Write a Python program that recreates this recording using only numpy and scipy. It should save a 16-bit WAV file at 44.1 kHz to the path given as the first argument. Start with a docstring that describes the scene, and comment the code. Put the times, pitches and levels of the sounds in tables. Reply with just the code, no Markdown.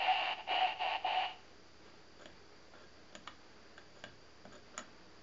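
"""A small room lies under a low hiss, and an appliance hums, all built from filtered noise and wavering tones.
Fingers rub four times, with light brushes between, on a hand-held camera close to its microphone:
skin that sticks and slips shakes the shell and the hollow of the case, which at times hoots.
Then a bottle opener scrapes (tiny slips) and ticks (short ringing blows) on the crown cap
of a beer bottle on a table, and the room answers faintly with sparse reflections."""
import sys
import numpy as np
from scipy import signal
from scipy.fft import rfft, irfft
from scipy.io import wavfile
from scipy.ndimage import uniform_filter1d

SR = 44100
rng = np.random.default_rng(int(sys.argv[2]) if len(sys.argv) > 2 else 0)


def to_wav(sig):
    """Store sig (one row per channel, or 1-D mono) as 16-bit WAV at the path in sys.argv[1].

    Samples outside -1..1 are clipped; the rate is SR.
    """
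    pcm = np.clip(np.atleast_2d(sig), -1, 1) * 32767
    pcm = np.round(pcm).astype(np.int16)
    wavfile.write(sys.argv[1], SR, pcm.T)  # frames by channels


N = 230510
TIME = np.arange(N) / SR


def amp(db):
    """Turns decibels into a gain."""
    return 10 ** (np.asarray(db) / 20)


def unit(x):
    """Scales a signal to an rms (average strength) of 1."""
    return x / np.sqrt(np.mean(x ** 2) + 1e-20)


def read(points, hz):
    """Reads a table of (Hz, value) between its points, over log frequency."""
    f, value = np.transpose(points)
    return np.interp(np.log(hz + 1), np.log(f + 1), value)


def colour(x, points):
    """Filters a sound by a table of (Hz, dB)."""
    gain = amp(read(points, np.fft.rfftfreq(len(x), 1 / SR)))
    return irfft(rfft(x) * gain, len(x))


def drift(hz):
    """A random wander of rms 1 that moves no faster than about hz."""
    lowpass = 1 + (np.fft.rfftfreq(N, 1 / SR) / hz) ** 4
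    return unit(irfft(rfft(rng.standard_normal(N)) / lowpass, N))


def sine(hz, t):
    """A steady pure tone."""
    return np.sin(2 * np.pi * hz * t)


def resonate(x, hz, width):
    """One resonance with a gain of 1 at its peak; a narrow width (Hz) rings longer."""
    return signal.lfilter(*signal.iirpeak(hz, hz / width, SR), x)


def add(mix, s, sound):
    """Lays a sound into the mix at time s (seconds)."""
    part = mix[max(round(s * SR), 0):][:len(sound)]
    part += sound[:len(part)]


def held(x):
    """Friction limits how far a rubbed body can swing, so loud moments are evened out."""
    power = uniform_filter1d(unit(x) ** 2, size=800)
    return unit(x / np.sqrt(0.13 + power))


def slips(rate_hz, jitter, spread_db, fade, grit):
    """Stick and slip: uneven jerks of uneven size, each trailed by a spray of grit (fade in seconds)."""
    turns = np.cumsum(rate_hz * np.exp(jitter * drift(200))) / SR
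    sizes = amp(spread_db * np.clip(rng.standard_normal(N), -2, 2))
    # a jerk falls wherever the count of turns passes a whole number
    jerks = np.diff(np.floor(turns), prepend=0) * sizes
    trail = signal.lfilter([1], [1, -np.exp(-1 / (fade * SR))], jerks)
    spray = trail * rng.standard_normal(N)
    return unit(unit(jerks - jerks.mean()) + grit * unit(spray))


def background():
    """Room air, low rumble and microphone hiss are filtered noise; an appliance hums in wavering tones."""
    # Colour of the room air. Each row: frequency in Hz, relative level in dB per Hz.
    air_colour = [(76, -37.5), (130, -24.5), (146, -14.5), (173, -5), (259, -9), (415, -3.5), (453, -6),
                  (940, -11.5), (1580, -11.5), (4000, -22), (5200, -26.5), (8800, -120)]
    # Colour of the microphone hiss. Each row: frequency in Hz, relative level in dB per Hz.
    hiss_colour = [(20, -58), (100, -56), (200, -54.5), (2500, -13), (4100, -8.5), (4500, 0.5), (4750, 4),
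                   (5200, -5.5), (5700, -6), (7200, -11.5)]
    # Tones of the appliance. Each row: middle frequency in Hz, middle level in dB.
    hum_tones = [(59.3, -79.5), (84.4, -74.5), (119.5, -78), (183.5, -85.5), (319, -74.5), (421, -80)]
    rumble_colour = [(15, -11.5), (50, -3.5), (110, -13.5), (200, -10.0), (600, -37.5)]

    air = amp(-62) * unit(colour(rng.standard_normal(N), air_colour)) * amp(0.89 * drift(6))
    rumble = amp(-76.5) * unit(colour(rng.standard_normal(N), rumble_colour))
    hiss = amp(-67.0) * unit(colour(rng.standard_normal(N), hiss_colour))
    hum = np.zeros(N)
    for hz, db in hum_tones:
        level = amp(db + 1.0 * drift(2.8)) * np.sqrt(2)
        turns = np.cumsum(hz * (1 + 0.01412 * drift(5.1))) / SR
        hum += level * np.sin(2 * np.pi * turns)
    return air + rumble + hiss + hum


def room(x, decays):
    """Sparse reflections of random sign, each band dying at its own speed."""
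    first = TIME[:SR // 2]
    signs = rng.choice([-1., 1.], SR // 2)
    # about 3000 reflections a second, none in the first 5 ms
    taps = signs * (rng.random(SR // 2) < 3000 / SR) * (first > .005)
    hz, t, bands = signal.stft(taps, SR, nperseg=256)
    fading = amp(-60 * t / read(decays, hz)[:, None])
    tail = signal.istft(bands * fading, SR, nperseg=256)[1]
    return signal.fftconvolve(x, tail / np.linalg.norm(tail))[:N]


def contact(cap_hz, knock, rim, edge):
    """Each contact rings the same modes; where the opener lands sets their shares and the pitch of the cap."""
    # Opener, cap and bottle ring together.
    # Each row: frequency in Hz, level in dB before the shares, time to fall by 60 dB in seconds.
    ring_modes = [(296, -13, 0.05), (495, -12.5, 0.023), (639, 0, 0.034), (1190, -10.5, 0.021),
                  (1266, -14, 0.074), (1555, -31, 0.33), (1832, -17, 0.06), (2250, -12, 0.033),
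                  (2920, -1, 0.015), (3380, -0.5, 0.021), (3458, -9, 0.024), (3670, 1.5, 0.0049),
                  (5340, -2, 0.007), (6900, 12, 0.0092), (7070, -7, 0.0064)]
    t = np.arange(SR // 3) / SR
    # (Hz, dB): low knock, middle, rim and thin edge
    shares = [(650, knock), (1100, 0.014), (1900, 0.033), (2900, rim), (4000, rim), (6500, edge)]
    modes = list(ring_modes) + [(cap_hz, -1, 0.032)]
    ring = np.zeros(len(t))
    for k, (hz, db, t60) in enumerate(modes):
        # every second mode starts the other way round
        ring += (-1) ** k * amp(db + read(shares, hz) - 60 * t / t60) * sine(hz, t)
    crack = colour(rng.standard_normal(len(t)), shares) * amp(3 - 60 * t / 0.027)
    return (ring + crack) * (1 - np.exp(-t / 0.00027))


def scrapes(catches_per_s=45, catch_db=-6.5):
    """Steel drags over the crimps of the cap in tiny slips and catches, and the opener sings faintly."""
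    # The slides of the opener. Each row: start in seconds, length in seconds, level in dB before the singing.
    slides = [(1.85, 0.045, -66), (2.186, 0.062, -60), (2.747, 0.016, -59), (2.756, 0.11, -64),
              (2.988, 0.014, -67), (3.125, 0.009, -57.5), (3.269, 0.011, -57), (3.767, 0.036, -66),
              (3.946, 0.062, -65.5), (4.512, 0.065, -58.5), (4.738, 0.018, -59.5), (4.769, 0.0044, -55)]
    # Colour of the sliding. Each row: frequency in Hz, relative level in dB.
    slide_colour = [(100, -23), (280, 9.5), (600, 14.5), (850, 0), (1300, 12), (1650, 1), (2300, -10),
                    (3300, 0.5), (4100, -8), (5800, -12.5), (7000, -43)]
    stroke = np.zeros(N)
    for s, length, db in slides:
        add(stroke, s, amp(db) * signal.windows.tukey(int(length * SR), .5))
    drive = slips(rate_hz=480, jitter=.5, spread_db=0.5, fade=0.0028, grit=1.2)
    grains = stroke * held(colour(drive, slide_colour))
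    singing = 8.3 * resonate(grains, 1625, 22) + 1.8 * resonate(grains, 3450, 90)
    # while it slides, the steel catches on single crimps
    moments = stroke * (rng.random(N) < catches_per_s / SR)
    catches = signal.oaconvolve(moments, contact(1630, 0, -3, -1))[:N]
    return grains + singing + amp(catch_db) * catches


def thud(hz, t60=0.086):
    """The table top answers with a soft, low note (t60: seconds to fall by 60 dB)."""
    t = np.arange(SR // 3) / SR
    return amp(-60 * t / t60) * sine(hz, t) * (1 - np.exp(-t / 0.002))


def ticks(metal_db=3.5, table_lag_s=0.0013, rebound_edge_db=-19):
    """Each blow is a contact, a weaker rebound, and a thud passed down the bottle into the table."""
    # The opener hits the cap and rebounds.
    # Each row: start in seconds, strength in dB (metal_db is added for the metal), pitch of the cap in Hz,
    # pitch of the table in Hz, wait before the rebound in seconds, rebound in dB over the first contact,
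    # table thud in dB over the strength, then the shares of low knock, rim and thin edge in dB
    # (rebound_edge_db is added to the edge of the rebound).
    blows = [(2.2572, -49.5, 1640, 322, 0.0035, -17, -20, 3.5, -1.5, -14),
             (2.737, -52.5, 1384, 310, 0.0069, -11, -13, -1.5, -17, -27),
             (3.152, -45, 1610, 266, 0.0022, -7, -6.5, 2, -2, -6.5),
             (3.275, -36, 1236, 292, 0.0061, -12.5, -14, -20.5, -8, -24),
             (3.779, -47.5, 1620, 330, 0.005, -8, -12, -7.5, -7.5, -20.5),
             (4.0392, -41, 1600, 323, 0.0106, -10, -16, -1.5, -3, -18.5),
             (4.453, -51.5, 1475, 288, 0.00393, -12.5, 3.5, 7, -9, -22),
             (4.534, -67, 1590, 285, 0.031, -3, 9.5, 7, -9, -16),
             (4.7785, -37.5, 1297, 241, 0.0127, -1.5, -12, -7.5, -9.5, -2.5)]
    out = np.zeros(N)
    for s, db, cap_hz, table_hz, rebound_s, rebound, table, knock, rim, edge in blows:
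        first = contact(cap_hz, knock, rim, edge)
        # the second contact is duller at the thin edge
        second = contact(cap_hz, knock, rim, edge + rebound_edge_db)
        add(out, s, amp(db + metal_db) * first)
        add(out, s + rebound_s, amp(db + metal_db + rebound) * second)
        add(out, s + table_lag_s, amp(db + table) * thud(table_hz))
    return out


def pressure(start, length, rise, sag_db):
    """Gain of one stroke: it rises, holds while sagging, drops as the skin lifts and rings out."""
    t = TIME - start
    after = np.maximum(t - length, 0)
    # the pressure holds at first and eases late in a stroke (a negative sag grows instead)
    hold = amp(-sag_db * np.clip(t / length, 0, 1) ** 3.6)
    # as the skin lifts, the sound drops at once, then dies away by 135 dB a second
    release = np.maximum(np.exp(-after / 0.016), amp(-8.5 - 135 * after))
    return np.clip(t / rise, 0, 1) * hold * release


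def rubbing(hollow_sag_db=2, hollow_rise=0.92):
    """All strokes as three controls: gain of the rasp, gain of the hollow, slips a second."""
    # Four full strokes of the fingers with light brushes between them.
    # Each row: start in seconds, length in seconds, rise in seconds (hollow_rise times that for the hollow),
    # rasp in dB, hollow in dB before its overall trim, sag by the end in dB (hollow_sag_db more for the hollow),
    # slips a second at the start, slips a second at the end.
    strokes = [(-0.02, 0.35, 0.025, -37.5, -36, 0.5, 250, 165),
               (0.368, 0.038, 0.026, -48.5, -43, 0, 200, 198),
               (0.463, 0.269, 0.062, -36.5, -33.5, 8, 280, 264),
               (0.742, 0.031, 0.015, -56, -48.5, -3.5, 200, 200),
               (0.782, 0.176, 0.036, -39.5, -34, -2.4, 170, 155),
               (1.032, 0.226, 0.038, -40, -35, -0.5, 235, 205),
               (1.262, 0.074, 0.0093, -49, -49.5, 9.5, 280, 234)]
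    rasp, hollow = np.zeros(N), np.zeros(N)
    rate = np.full(N, float(strokes[0][6]))
    for start, length, rise, rasp_db, hollow_db, sag_db, first, last in strokes:
        rasp_stroke = amp(rasp_db) * pressure(start, length, rise, sag_db)
        hollow_stroke = amp(hollow_db) * pressure(start, length, rise * hollow_rise, sag_db + hollow_sag_db)
        rasp, hollow = np.hypot(rasp, rasp_stroke), np.hypot(hollow, hollow_stroke)
        glide = np.interp(TIME, [start, start + length], [first, last])
        rate = np.where(TIME < start, rate, glide)
    return rasp, hollow, rate


def fingers(shell_width_hz=18, inside_db=-1, hollow_trim_db=-1.75, hoot_hz=747.8):
    """Skin slips on the case: a rasp from its shell and a muffled note from its hollow."""
    # Slow slips come regularly, fast ones do not. Each row: slips a second, unevenness from 0 to 1.
    unevenness = [(160, 0.08), (185, 0.3), (240, 0.46)]
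    # Colour of the case. Each row: frequency in Hz, relative level in dB per Hz.
    case_colour = [(620, -42.5), (1050, -3), (1320, -7), (1480, -6.5), (1640, -9.5), (1800, -3), (2050, -7),
                   (2570, -3), (2880, 5), (3350, -13), (4560, -16.5), (5340, -32.5), (7000, -39),
                   (9100, -69), (15400, -120)]
    # Narrow modes of the shell. Each row: frequency in Hz, level in dB over the colour of the case.
    shell_modes = [(1497, -1), (1750, -12), (1868, -0.5), (1943, -13), (2137, -4.5), (2254, 2), (2320, 1.5),
                   (2403, 6.5), (2720, 2), (2780, -3.5), (2918, -15), (3092, -6), (3185, -0.5),
                   (4026, -1.5)]
    # Dense ringing inside the case. Each row: frequency in Hz, time to fall by 60 dB in seconds.
    inside_decays = [(1000, 0.23), (5000, 0.62)]
    # Resonances of the hollow. Each row: frequency in Hz, width in Hz, middle level in dB.
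    cavity = [(744.7, 29, 5), (869, 10.6, 2.5), (796, 82, -2), (692, 126, -12.5), (1020, 230, -29.5),
              (545, 38.6, -24), (394, 48, -18), (347, 13, -23.5)]
    # The skin locks onto the hollow and hoots. Each row: start in seconds, length in seconds, level in dB.
    hoots = [(0.074, 0.056, -29.5), (0.611, 0.054, -31), (1.045, 0.01413, -33), (1.165, 0.042, -32.5)]

    rasp_gain, hollow_gain, rate_hz = rubbing()
    uneven = read(unevenness, rate_hz)
    drive = slips(rate_hz, uneven, spread_db=1.6, fade=0.011, grit=0.4 + 3.2 * uneven)

    shell = colour(drive, case_colour)
    modes = sum(amp(db) * resonate(shell, hz, shell_width_hz) for hz, db in shell_modes)
    shell = held(shell + modes + amp(inside_db) * room(shell, inside_decays))

    hollow = np.zeros(N)
    for hz, width, db in cavity:
        # the shifting fingers favour now one resonance of the hollow, now another
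        favour = amp(db + 3.6 * drift(29))
        # a second, wider resonance trims the skirts of the first
        hollow += favour * resonate(resonate(drive, hz, width), hz, 6 * width)
    hollow = held(hollow)

    hoot, lock = np.zeros(N), np.zeros(N)
    for s, length, db in hoots:
        t = np.arange(int(length * SR)) / SR
        swell = signal.windows.tukey(len(t), .4)
        add(hoot, s, amp(db) * np.sqrt(2) * sine(hoot_hz, t) * swell)
        add(lock, s, swell)
    # while it hoots, the clean note takes the place of part of the rough one
    rough = amp(hollow_trim_db) * hollow * hollow_gain * (1 - 0.19 * lock)
    return shell * rasp_gain + rough + hoot


def scene():
    """The fingers touch the camera itself; the bottle stands out in the room."""
    # How long the room rings. Each row: frequency in Hz, time to fall by 60 dB in seconds.
    room_decays = [(150, 0.75), (500, 0.13), (1500, 0.31), (4000, 0.33), (8000, 0.059)]
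    # What the room returns. Each row: frequency in Hz, level in dB.
    wall_colour = [(200, 0.5), (1300, -10), (3000, -13), (7000, -8)]
    bottle = ticks() + scrapes()
    echo = colour(room(bottle, room_decays), wall_colour)
    return (fingers() + bottle + echo + background())[None]


def record(dry):
    """A narrow-band recorder: it cuts the treble steeply and rests slightly off zero."""
    edge_hz, offset = 7350, .001
    lowpass = signal.firwin(511, edge_hz, window=("kaiser", 8), fs=SR)
    return signal.oaconvolve(dry + offset, lowpass[None], "same")


dry = scene()
out = record(dry)
to_wav(out)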